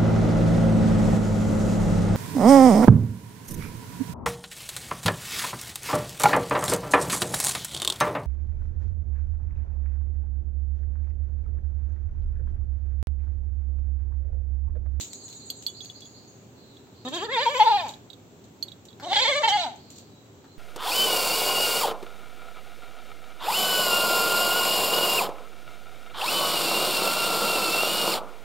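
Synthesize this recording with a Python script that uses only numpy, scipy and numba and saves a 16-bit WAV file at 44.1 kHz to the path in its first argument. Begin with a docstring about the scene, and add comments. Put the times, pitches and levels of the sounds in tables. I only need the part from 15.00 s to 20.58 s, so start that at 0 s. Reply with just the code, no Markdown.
"""Goat in a brick-paved yard

A goat bleats twice, close to a hand-held phone. Each bleat is an arch of pitch shaken by a quaver,
which sweeps harmonics through the throat resonances as the mouth opens. Small birds twitter in gliding
notes, a bit of metal rings in short clinks, and hooves scuff and tap the bricks.
A low, distant rumble lies under it all, nearly alike at the phone's two microphone ports."""
import sys
import numpy as np
from scipy import signal
from scipy.fft import rfft, irfft, next_fast_len
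from scipy.io import wavfile
from scipy.ndimage import uniform_filter1d
from numba import njit

SR = 44100
rng = np.random.default_rng(int(sys.argv[2]) if len(sys.argv) > 2 else 0)


def waveform_to_disk(signal):
    """Save audio, clipped to [-1, 1], as 16-bit WAV at the path in sys.argv[1]."""
    frames = np.transpose(np.atleast_2d(signal))
    scaled = np.clip(frames, -1, 1) * 32767
    samples = np.round(scaled).astype(np.int16)
    wavfile.write(sys.argv[1], SR, samples)


N = 246078
TIME = np.arange(N) / SR

# distant rumble and hiss: (frequency [Hz], relative level [dB])
AIR_COLOUR = [(15, -74.5), (25, -37), (101, -1.5), (183, -5), (281, -2.5), (322, -7.5), (410, -3.5),
              (445, -10), (919, -17), (1900, -26), (3930, -25.5), (5010, -31.5), (7500, -24), (9300, -43.5),
              (15500, -33)]
# how alike they are at the two ports: (frequency [Hz], correlation [0-1])
AIR_LIKENESS = [(50, 0.94), (500, 0.79), (1200, 0), (3000, 0), (15000, 0.015)]
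# hooves dragging grit over the bricks: (time [s], decay time [s], level [dB])
SCUFFS = [(0, 0.037, -34.5), (.009, 0.0077, -26.5), (0.132, 0.0025, -29.5), (0.281, 0.027, -44.5),
          (0.328, 0.0061, -41), (0.624, 0.015, -42), (0.847, 0.0052, -41), (1.006, 0.005, -41),
          (2.056, 0.0057, -45), (2.085, 0.014, -42), (2.882, 0.029, -41), (3.441, 0.011, -51.5),
          (3.853, 0.0054, -44), (4.758, 0.0074, -47.5), (4.902, 0.03, -46.5), (4.959, 0.027, -47.5),
          (4.982, 0.017, -46)]
# spectrum of the grit: (frequency [Hz], relative level [dB])
GRIT_COLOUR = [(300, -12), (1000, -23), (2000, -11), (4000, 5), (5200, -4), (7000, 8.5), (9000, -6.5),
               (15000, -11.5)]
# birdsong, a high and a low note in turn, quick and falling, then slower and rising: (from [s],
# until [s], repeat [s], length [s], start pitch [Hz], end pitch [Hz], level [dB], step per repeat [dB])
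SONG = [(0.011, .7, 0.11, 0.045, 7860, 6500, -43, -1), (0.095, .58, 0.097, 0.056, 4550, 4014, -49, 0),
        (0.735, 1.28, 0.2, 0.058, 3980, 4630, -45.5, -3), (0.81, 1.36, 0.23, 0.042, 6360, 6800, -46.5, -4)]
# far-off birds: (time [s], length [s], start pitch [Hz], end pitch [Hz], level [dB], trill spread [Hz])
WHISTLES = [(1.531, 0.26, 4420, 3880, -60, 233), (1.925, 0.12, 4000, 4350, -59.5, 382),
            (4.732, 0.31, 4440, 4417, -59.5, 300.6), (5.083, 0.128, 3910, 3900, -60, 60),
            (5.466, 0.091, 4100, 4180, -62, 148)]
# slight treble lift on the birds: (frequency [Hz], gain [dB])
BIRD_COLOUR = [(4200, 0), (7000, 1)]
# modes of a small metal piece: (frequency [Hz], level [dB], share of the clink's decay time [0-1])
METAL_MODES = [(2970, -24, 1), (3382, -11, 0.58), (3784, -8, 0.25), (4427, -8, 0.33), (6340, -16, 0.62),
               (7160, -27, 0.6), (7500, -20.5, 1), (8500, -20.5, 0.44), (12590, -19.5, 0.74)]
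# its clinks: (time [s], level [dB], favoured frequency [Hz], decay time [s], left minus right [dB])
CLINKS = [(0.501, -13, 4740, 0.0048, -2.5), (0.6645, -16, 4290, 0.006, -5), (0.68, -34, 3300, 0.018, -1),
          (0.805, -38.5, 3500, 0.012, -10), (0.857, -37, 4300, 0.0064, -13), (0.898, -37, 3420, 0.011, 7),
          (1.019, -46.5, 3450, 0.018, -3), (1.056, -46.5, 3480, 0.0092, 6), (1.768, -45, 3620, 0.007, -2),
          (2.891, -30.5, 4040, 0.0048, -14), (2.937, -41, 3612, 0.011, -6),
          (3.101, -37.5, 3802, 0.0074, -12), (3.131, -40, 3860, 0.0082, -9), (0.96, -44, 4300, 0.0053, -5),
          (3.6258, -22.5, 4470, 0.0069, -6.5), (3.683, -34, 3730, 0.0065, -7),
          (3.718, -39, 3730, 0.0078, -7), (3.885, -45.5, 3950, 0.01, -10.5),
          (3.904, -48.5, 3620, 0.0093, -7), (3.928, -48, 3800, 0.0072, -8)]
# noise within a clink: (frequency [Hz], relative level [dB])
CRACK_COLOUR = [(1000, -42), (2400, -37), (3100, -4), (4400, -2), (5300, -8), (7200, 3.5), (12000, -1)]
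# a hoof set down: (time [s], level [dB])
HOOF_KNOCKS = [(1.869, -55), (3.998, -41), (5.442, -52)]
# its dull spectrum: (frequency [Hz], relative level [dB])
KNOCK_COLOUR = [(200, -16), (800, 8), (1300, 0), (1750, -2), (2600, -10), (4300, -7), (7000, -16),
                (12000, -24)]
# each bleat's arch, before the quaver: (time [s], pitch [Hz], low vowel [dB], bright rasp [dB])
ARCH_1 = [(2.047, 244, -39, -48), (2.089, 262, -36.5, -36.5), (2.138, 264.9, -39.5, -35),
          (2.284, 411, -43.5, -46), (2.38, 453.4, -31, -31.5), (2.477, 465, -25.5, -33.5),
          (2.564, 500.8, -29.5, -32), (2.613, 419.1, -23.5, -25.5), (2.683, 441.8, -25, -32),
          (2.805, 352.6, -35, -34), (2.835, 308.4, -38.5, -48.5), (2.874, 226.4, -39.5, -50)]
ARCH_2 = [(4.02, 274.3, -47.5, -46), (4.096, 340, -39.5, -40.5), (4.122, 397.2, -33, -27.5),
          (4.195, 414.7, -37.5, -20.5), (4.26, 451.1, -37.5, -25), (4.348, 523.6, -30.5, -31.5),
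          (4.444, 445.6, -29, -24), (4.481, 418.8, -28, -21), (4.497, 352.7, -41, -23),
          (4.601, 362.4, -32.5, -32.5), (4.64, 319.3, -37, -36.5), (4.675, 238, -33.5, -46.5),
          (4.711, 202.7, -40.5, -59)]
# beats of the quaver, each a squeeze that lifts the pitch: (letting go [s], rise [s], hold [s],
# fall [s], lift [semitones], vowel change [dB], rasp change [dB])
QUAVERS = [(2.17, 0.035, 0.03, 0.018, 3.5, 3.5, 1.5), (2.257, 0.055, 0.0054, 0.02, 4.0, 2, 5.5),
           (2.333, 0.045, 0.0065, 0.045, 4.3, 3.5, 10.5), (2.447, 0.042, 0.016, 0.018, 4.5, -3, 5.5),
           (2.538, 0.026, 0.03, 0.014, 3.3, -7, -4), (2.589, 0.018, 0.0028, 0.012, 3.0, -5, -8),
           (2.648, 0.022, 0.0042, 0.023, 3.4, -6, -9), (2.699, 0.014, 0.0051, 0.025, 1.8, -1, -4),
           (2.766, 0.025, 0.0069, 0.014, 1.1, 1.3, -1.5), (4.073, 0.023, 0.00732, 0.016, 2.5, 5, -4.5),
           (4.15, 0.018, 0.0051, 0.016, 3.7, -5.5, -2.5), (4.237, 0.023, 0.029, 0.014, 3.1, 5.5, -0.8),
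           (4.302, 0.027, 0.0099, 0.029, 3.5, 10.5, 1.5), (4.375, 0.02, 0.012, 0.029, 2.6, 4, 0.5),
           (4.417, 0.026, 0.012, 0.014, 4.3, 3, -14.5), (4.471, 0.02, 0.0034, 0.013, 1.5, -1.5, -7.5),
           (4.565, 0.056, 0.036, 0.014, 2.6, 6, -2.5)]
# catches, where the throat nearly shuts: (time [s], half length [s], depth [dB])
CATCHES = [(2.109, 0.017, -21.5), (2.276, 0.01, -14.5), (2.446, 0.0085, -11), (4.208, 0.0063, -4.5),
           (4.247, 0.0045, -5.5), (4.27, 0.005, -3.5), (4.429, 0.0037, -15.5), (4.473, 0.0034, -12)]
# the mouth through each bleat: (time [s], opening [0-1], roughness [0-1], nasal ring [dB],
# nasal resonance [Hz], upper ring [dB], upper throat resonance [Hz])
MOUTH_1 = [(2.049, 0.12, 0.25, -13, 2100, 11, 3750), (2.2, 0.07, 0.11, 10.5, 2155, 5.5, 3320),
           (2.292, 0.02, 0.06, 14.5, 1770, 12.5, 3570.0), (2.32, 0, 0.01, 30, 2120, 10, 4200),
           (2.355, 0, 0.06, 31, 2100, 12, 3560), (2.385, 0.65, 0, 17.5, 2110, 13, 3800),
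           (2.42, 0.2, 0, 23.5, 2120, 11, 4100), (2.475, 0.79, 0.01, 11.5, 2240, 3.5, 3200),
           (2.52, 0.27, 0, 19.5, 2260, -2, 3454), (2.562, 0.61, 0, 19, 2170, 3, 3200),
           (2.615, 0.98, 0, 17.5, 2080, 18, 3418), (2.675, 0.77, 0.06, 6, 2230, 8.5, 3990),
           (2.76, 0.99, 0, -0.5, 2237, 4, 3950), (2.809, 0.94, 0, 4, 2244, 2, 3550),
           (2.87, 0.63, 0.24, -5, 2250, -2, 3642)]
MOUTH_2 = [(4.02, 0.14, 0.26, -11, 1760, 7.3, 3740), (4.089, 0.28, 0.29, -18, 1960, 13, 3770),
           (4.125, 0.46, 0.4, 8, 2120, 18, 3470), (4.18, 0.52, 0.31, 10, 2195, 10.6, 3400),
           (4.23, 0.2, 0.18, 13, 2200, 8.9, 3430), (4.27, 0.29, 0.27, 17, 2190, 7.5, 3390),
           (4.32, 0.15, 0.15, 12.5, 2170, 5, 3430), (4.39, 0.28, 0.069, 13.5, 2230, 6, 3700),
           (4.446, 0.64, 0.09, 26, 1920, 9.4, 3100), (4.492, 0.5, 0.26, 13, 2200, 18, 3230),
           (4.541, 0.86, 0.1, 12, 2106, 11.2, 3170), (4.574, 0.76, 0.12, 10, 2192, 9, 3327),
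           (4.6, 0.94, 0.22, 13, 2310, 10.4, 3886), (4.71, 0.97, 0.52, -2, 2240, 9.3, 3957)]
# throat colour in each bleat, mouth half open and wide open: (frequency [Hz], gain [dB])
HALF_OPEN_1 = [(280.0, 12), (430.0, 0.5), (560.0, 10.5), (700.0, 0.5), (870.0, -6), (1150.0, 1.6),
               (1400.0, -8.5), (1700.0, 0.5), (2100.0, -19.5), (2600.0, -9.5), (3000.0, -6), (3450.0, -3.5),
               (4100.0, -10.5), (4600.0, -9), (5200.0, -22.5), (7300.0, -12.5), (12000.0, -54),
               (15000.0, -34.5)]
WIDE_OPEN_1 = [(280.0, -38.5), (430.0, -6), (560.0, 4.5), (700.0, 10.5), (870.0, 24.5), (1150.0, -7.5),
               (1400.0, -6.5), (1700.0, -3), (2100.0, -10), (2600.0, -5), (3000.0, -1.5), (3450.0, -8),
               (4100.0, -7), (4600.0, -5.5), (5200.0, -20), (7300.0, -27), (12000.0, -39.5), (15000.0, -43)]
HALF_OPEN_2 = [(280.0, 4.5), (430.0, -9), (560.0, 6), (700.0, 3.5), (870.0, -14.5), (1150.0, 1),
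               (1400.0, -17), (1700.0, -3), (2100.0, -3.5), (2600.0, -8.5), (3000.0, -2), (3450.0, -5.5),
               (4100.0, -4), (4600.0, -8), (5200.0, -18), (7300.0, -15), (12000.0, -46), (15000.0, -46)]
WIDE_OPEN_2 = [(280.0, -4), (430.0, -31.5), (560.0, -7), (700.0, 15.5), (870.0, 19), (1150.0, -16),
               (1400.0, -1.5), (1700.0, -8.5), (2100.0, -16), (2600.0, -11), (3000.0, -3), (3450.0, -5),
               (4100.0, -10.5), (4600.0, -5.5), (5200.0, -20), (7300.0, -20.5), (12000.0, -53),
               (15000.0, -45.5)]
# treble sizzle of each bleat: (time [s], level [dB])
SIZZLE_1 = [(2.047, -52), (2.12, -60), (2.145, -40.5), (2.199, -52), (2.24, -47), (2.285, -65), (2.33, -51),
            (2.4, -49), (2.47, -45.5), (2.53, -50), (2.57, -41), (2.61, -45), (2.645, -48), (2.675, -50),
            (2.79, -52.5), (2.87, -54)]
SIZZLE_2 = [(4.02, -52.5), (4.09, -53.5), (4.13, -44), (4.19, -38), (4.27, -42), (4.39, -42.5),
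            (4.415, -49), (4.44, -42), (4.47, -47), (4.492, -32.5), (4.53, -47), (4.6, -44), (4.65, -48.5),
            (4.71, -62)]
# shadow between the two ports: (frequency [Hz], left minus right [dB])
PORT_SHADOW = [(300, 1.5), (800, 1), (1300, 4), (2400, 0), (4400, -5), (8000, -4), (15000, -1)]
# the goat's echoes, bright nearby and dull from further off: (frequency [Hz], gain [dB])
NEAR_ECHO = [(500, -17.5), (1000, 3.5), (2000, 1), (4000, -1.5), (8000, -4)]
FAR_ECHO = [(300, -8), (800, -17), (2000, -7.5), (5000, -14)]


def undb(db):
    """Decibels to gain."""
    return 10 ** (np.asarray(db) / 20)


def unit(x):
    """Scale to rms 1."""
    return x / np.sqrt(np.mean(x ** 2))


def shape_at(hz, points):
    """Read (frequency, value) points on a log-frequency axis."""
    f, value = np.transpose(points)
    return np.interp(np.log(hz + 1), np.log(f), value)


def filtered(x, gain):
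    """Filter by a gain that is a function of frequency."""
    size = next_fast_len(x.shape[-1] + 4096)
    return irfft(rfft(x, size) * gain(np.fft.rfftfreq(size, 1 / SR)), size)[..., :x.shape[-1]]


def colour(x, points):
    """Filter by a table of (frequency [Hz], gain [dB])."""
    return filtered(x, lambda hz: undb(shape_at(hz, points)))


def wander(n, rate):
    """Smooth random drift with spread 1 that changes about rate times a second."""
    return unit(filtered(rng.standard_normal(n), lambda hz: 1 / (1 + (hz / rate) ** 2)))


def add(out, s, x):
    """Mix x into out from time s on."""
    i = max(int(s * SR), 0)
    out[..., i:i + x.shape[-1]] += x[..., :N - i]


def yard(x, t60, gap_s):
    """Scattered echoes from paving, fence and walls, different at each port."""
    t = TIME[:SR]
    tail = rng.standard_normal((2, SR)) * undb(-60 * t / t60) * (t > gap_s)
    tail /= np.sqrt(np.sum(tail ** 2, axis=1, keepdims=True))
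    return signal.fftconvolve(np.atleast_2d(x), tail, axes=1)[:, :N]


def background(air_db=-50.5, drone_hz=113, drone_db=-59.5):
    """Distant rumble, nearly alike at both ports, with a faint low drone and a smooth hiss."""
    mid, side = rng.standard_normal((2, N))
    mid = filtered(mid, lambda hz: np.sqrt(1 + shape_at(hz, AIR_LIKENESS)))
    side = filtered(side, lambda hz: np.sqrt(1 - shape_at(hz, AIR_LIKENESS)))
    air = unit(colour(np.array([mid + side, mid - side]), AIR_COLOUR))
    air *= undb(air_db + 0.36 * wander(N, 7.5))
    drone = np.sin(2 * np.pi * np.cumsum(drone_hz + 4 * wander(N, 6.2)) / SR)
    return air + drone * undb(drone_db + wander(N, 5.6))


def hoof_scuffs(grain_db=3.5):
    """A hoof scrapes the bricks in a dying shower of gritty clicks."""
    out = np.zeros((2, N))
    for s, decay_s, db in SCUFFS:
        age = TIME[:int(4 * decay_s * SR)] / decay_s
        grains = rng.standard_normal((2, len(age))) * undb(grain_db * wander(len(age), 600))
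        add(out, s, undb(db) * unit(colour(grains, GRIT_COLOUR)) * np.exp(-age))
    return out + undb(-6) * yard(out, t60=0.2, gap_s=0.0083)


def bird_note(length, start_hz, end_hz, trill_hz):
    """A glide that levels off, made scratchy by a fast, uneven trill."""
    along = np.linspace(0, 1, int(length * SR))
    glide_hz = start_hz + (end_hz - start_hz) * np.sin(along * np.pi / 2)
    hz = glide_hz + trill_hz * wander(len(along), 590)
    return np.sin(2 * np.pi * np.cumsum(hz) / SR) * signal.windows.tukey(len(along), 0.4)


def birds():
    """A scratchy song and faint whistles from further off reach the phone as echoes."""
    song = np.zeros(N)
    for first, until, repeat, length, start_hz, end_hz, db, fade_db in SONG:
        for k, s in enumerate(np.arange(first, until, repeat)):
            stray = 1 + 0.015 * rng.standard_normal(2)  # no two notes glide alike
            note = bird_note(length, start_hz * stray[0], end_hz * stray[1], trill_hz=210)
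            add(song, s, undb(db + k * fade_db) * note)
    for s, length, start_hz, end_hz, db, trill_hz in WHISTLES:
        add(song, s, undb(db) * bird_note(length, start_hz, end_hz, trill_hz))
    song = colour(song, BIRD_COLOUR)
    near = undb(-0.5) * yard(song, t60=0.034, gap_s=0)
    far = undb(2) * yard(song, t60=0.87, gap_s=0.003)
    return (near + far) * undb([[-1.5], [1.5]])  # a little to the right


def metal_clinks(favour=5.5, favour_width_hz=330, attack_s=0.00095, crack_db=-19, rattle_db=5):
    """A small metal piece knocks; where it is struck decides which of its modes rings most."""
    out = np.zeros((2, N))
    t = TIME[:SR // 5]
    for s, db, favoured_hz, decay_s, pan_db in CLINKS:
        tone = 0
        for hz, mode_db, ring_share in METAL_MODES:
            gain = undb(mode_db + 2 * rng.standard_normal())
            gain *= 1 + favour * np.exp(-((hz - favoured_hz) / favour_width_hz) ** 2)
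            # light knocks hardly wake the highest modes
            gain /= (1 + (hz / 8500) ** 6) ** np.clip((-22 - db) / 16, 0, 1)
            detune = 1 + 0.008 * rng.standard_normal()
            tone += gain * np.sin(2 * np.pi * hz * detune * t) * np.exp(-t / (decay_s * ring_share))
        crack = unit(colour(rng.standard_normal((2, len(t))), CRACK_COLOUR))
        lightness = np.clip((-24 - db) / 16, 0, 1)  # light knocks rattle more
        crack *= undb(crack_db + rattle_db * lightness) * np.exp(-t / (0.61 * decay_s))
        port_gains = undb(db + np.array([[pan_db], [-pan_db]]) / 2)
        add(out, s, (tone + crack) * (1 - np.exp(-t / attack_s)) * port_gains)
    far = undb(-16) * yard(out, t60=0.28, gap_s=0.0069)
    near = undb(-3) * yard(out, t60=0.043, gap_s=0.0013)
    return out + near + far


def hoof_knocks(decay_s=0.0068):
    """A hoof meets the bricks with a short, dull tap."""
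    out = np.zeros(N)
    t = TIME[:SR // 20]
    for s, db in HOOF_KNOCKS:
        tap = unit(colour(rng.standard_normal(len(t)), KNOCK_COLOUR))
        add(out, s, undb(db) * tap * np.exp(-t / decay_s))
    return out + undb(2) * yard(out, t60=0.2, gap_s=0.005)


def quaver(t):
    """Squeezes rise, hold and let go, changing the pitch, the vowel level and the rasp level."""
    return sum(np.outer(changes, np.interp(t, [s - hold - rise, s - hold, s, s + fall], [0, 1, 1, 0]))
               for s, rise, hold, fall, *changes in QUAVERS)


def effort(t, arch, throat_hz=842, width_hz=119):
    """Pitch, vowel level and rasp level: the arch, shaken by the quaver and broken by catches."""
    s, *columns = np.transpose(arch)
    hz, vowel_db, rasp_db = (np.interp(t, s, c) for c in columns)
    semitones, vowel_beat_db, rasp_beat_db = quaver(t)
    hz *= 2 ** (semitones / 12)
    catch_db = sum(db * np.exp(-((t - when) / half_s) ** 2) for when, half_s, db in CATCHES)
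    # the vowel swells as the second or third harmonic crosses the lowest throat resonance
    second, third = (np.exp(-((k * hz - throat_hz) / width_hz) ** 2) for k in (2, 3))
    swell_db = 11.5 * second + 8.5 * third
    return hz, vowel_db + vowel_beat_db + catch_db + swell_db, rasp_db + rasp_beat_db + catch_db


def fold_pulses(hz, phase, flutter_db, top_hz=15750):
    """The vocal folds' pulse keeps changing shape, so each overtone swells and fades on its own."""
    pulses = 0
    for k in range(1, 41):
        harmonic_db = flutter_db * min(k / 8, 1) * wander(len(hz), 35)
        pulses += np.cos(k * phase) * (k * hz < top_hz) * undb(harmonic_db)
    return unit(pulses)


def ring(hz, centre_hz, width_hz):
    """Response of one resonance, gain 1 at its centre."""
    return 1j * hz * width_hz / (centre_hz ** 2 - hz ** 2 + 1j * hz * width_hz)


@njit
def moving_ring(x, hz, width_hz):
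    """Pass x through a resonance whose centre moves, gain 1 at the centre."""
    y, band, low = np.empty(len(x)), 0., 0.
    for i in range(len(x)):
        tuning, damping = np.tan(np.pi * hz[i] / SR), width_hz / hz[i]
        ringing = (band + tuning * (x[i] - low)) / (1 + tuning * (tuning + damping))
        band, low = 2 * ringing - band, low + 2 * tuning * ringing
        y[i] = damping * ringing
    return y


def throat(voice, nasal_db, nasal_hz, upper_db, upper_hz):
    """The nasal and upper throat resonances move with jaw and tongue."""
    voice = voice + undb(nasal_db) * moving_ring(voice, nasal_hz, width_hz=91.0)
    voice = voice + undb(upper_db) * moving_ring(voice, upper_hz, width_hz=260.0)
    # the long throat delays its resonances and so spreads each pulse
    for formant_hz, width_hz in [(880, 450), (2150, 1100), (3400, 410)]:
        voice = filtered(voice, lambda f: 1 - 2 * ring(f, formant_hz, width_hz))
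    # the nose takes a little out of a narrow band just above the vowel
    return filtered(voice, lambda f: 1 - 0.19 * ring(f, 1442, width_hz=280))


def at_level(x, db):
    """Make a sound's short-term rms follow a level curve."""
    power = uniform_filter1d(uniform_filter1d(x ** 2, size=400), size=300)
    return x / np.sqrt(np.abs(power) + 1e-12) * undb(db)


def bleat(arch, mouth, sizzle, half_open, wide_open, attack_s, flutter_db, jitter, shimmer, split,
          breath, growl, sag_s=0.14, release_s=0.043):
    """Vocal-fold pulses and puffs of turbulence ring the throat as the mouth opens."""
    start, end = arch[0][0], arch[-1][0]
    t = np.arange(start, end + 0.1, 1 / SR)
    hz, vowel_db, rasp_db = effort(t, arch)
    when, *controls = np.transpose(mouth)
    opening, rough, *resonances = (np.interp(t, when, c) for c in controls)
    # as the air runs out the voice sags and dies away
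    spent_s = np.maximum(t - end, 0)
    hz *= np.exp(-spent_s / sag_s)
    envelope = np.minimum((t - start) / attack_s, 1) * np.exp(-spent_s / release_s)
    # the folds glide round each turn, and no two cycles are quite alike
    hz = uniform_filter1d(hz, size=150) * (1 + jitter * rough * wander(len(t), 130))
    phase = 2 * np.pi * np.cumsum(hz) / SR
    pulses = fold_pulses(hz, phase, flutter_db)
    # when rough, the level flickers and a second, slower vibration splits each harmonic
    pulses *= 1 + rough * (shimmer * wander(len(t), 88) + split * np.cos(0.24 * phase))
    # turbulence comes once a cycle and takes over in the treble
    puffs = unit(rng.standard_normal(len(t)) * (1 + np.cos(phase)))
    hiss = colour(puffs, [(600, -14), (2000, -7), (4000, -5), (6000, 8), (8000, 10), (12000, 24),
                          (15000, 18)])
    source = pulses + breath * (rough + 0.18) * hiss
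    voice = (1 - opening) * colour(source, half_open) + opening * colour(source, wide_open)
    voice = throat(voice, *resonances)
    # the low vowel, the bright rasp and the treble sizzle each swell to their own level
    vowel = filtered(voice, lambda f: 1 / (1 + (f / 1450) ** 16))
    treble = filtered(voice, lambda f: 1 - 1 / (1 + (f / 5100) ** 24))
    out = at_level(vowel, vowel_db)
    out += at_level(voice - vowel - treble, rasp_db + 6 * rough * wander(len(t), 45))
    out += at_level(treble, np.interp(t, *np.transpose(sizzle)))
    # a cracking voice also rings the low resonances between its harmonics
    cracked = unit(filtered(puffs, lambda f: ring(f, 580, 55) ** 2 + 0.54 * ring(f, 890, 130) ** 2))
    out += growl * rough * (1 - 0.85 * opening) * cracked * undb(vowel_db)
    # the voice carries no deep bass
    return filtered(out * envelope, lambda f: f ** 4 / (f ** 4 + 170 ** 4))


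def at_ports(voice, lag_radians=1.6):
    """Each port is shadowed differently; treble bends round the phone and reaches the left one late."""
    def left_gain(hz):
        lag = lag_radians * np.tanh((hz / 2400) ** 2)
        return undb(shape_at(hz, PORT_SHADOW) / 2) * np.exp(-1j * lag)
    right = filtered(voice, lambda hz: undb(-shape_at(hz, PORT_SHADOW) / 2))
    return np.array([filtered(voice, left_gain), right])


def shifting_yard(x, t60, gap_s, turn_hz):
    """Near echoes whose pattern keeps changing as the head turns."""
    weights = np.array([wander(N, turn_hz) for _ in range(3)])
    weights /= np.sqrt(np.sum(weights ** 2, axis=0))
    return sum(w * yard(x, t60, gap_s) for w in weights)


def goat():
    """Two bleats close to the phone, the second harsher, echo round the yard."""
    first = bleat(ARCH_1, MOUTH_1, SIZZLE_1, HALF_OPEN_1, WIDE_OPEN_1, attack_s=0.003, flutter_db=4.5,
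                  jitter=0.017, shimmer=1.0, split=0.15, breath=1.0, growl=0.24)
    second = bleat(ARCH_2, MOUTH_2, SIZZLE_2, HALF_OPEN_2, WIDE_OPEN_2, attack_s=0.013, flutter_db=3.5,
                   jitter=0.0213, shimmer=0.83, split=0.38, breath=0.57, growl=0.95)
    voice = np.zeros(N)
    add(voice, ARCH_1[0][0], first)
    add(voice, ARCH_2[0][0], second)
    direct = at_ports(voice)
    # rubble and the ribs of the fence scatter only the short waves
    scattered = filtered(colour(direct, NEAR_ECHO), lambda hz: hz ** 4 / (hz ** 4 + 1150 ** 4))
    near = shifting_yard(scattered, t60=0.035, gap_s=0.00042, turn_hz=4.3)
    far = yard(colour(voice, FAR_ECHO), t60=0.43, gap_s=0.021)
    return direct + near + far


def scene():
    """The goat up close, with metal, birds and hooves, over the distant rumble."""
    return goat() + metal_clinks() + birds() + hoof_scuffs() + hoof_knocks() + background()


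def record(dry, notch_hz=(8400, 11600), leak_db=-39, top_hz=15750):
    """The phone has a deep notch in the high treble and cuts the top."""
    notch = signal.cheby1(8, 0.3, notch_hz, "bandstop", fs=SR, output="sos")
    top = signal.ellip(8, 0.2, 70, top_hz, fs=SR, output="sos")
    return signal.sosfilt(top, signal.sosfilt(notch, dry) + undb(leak_db) * dry)


dry = scene()
out = record(dry)
waveform_to_disk(out)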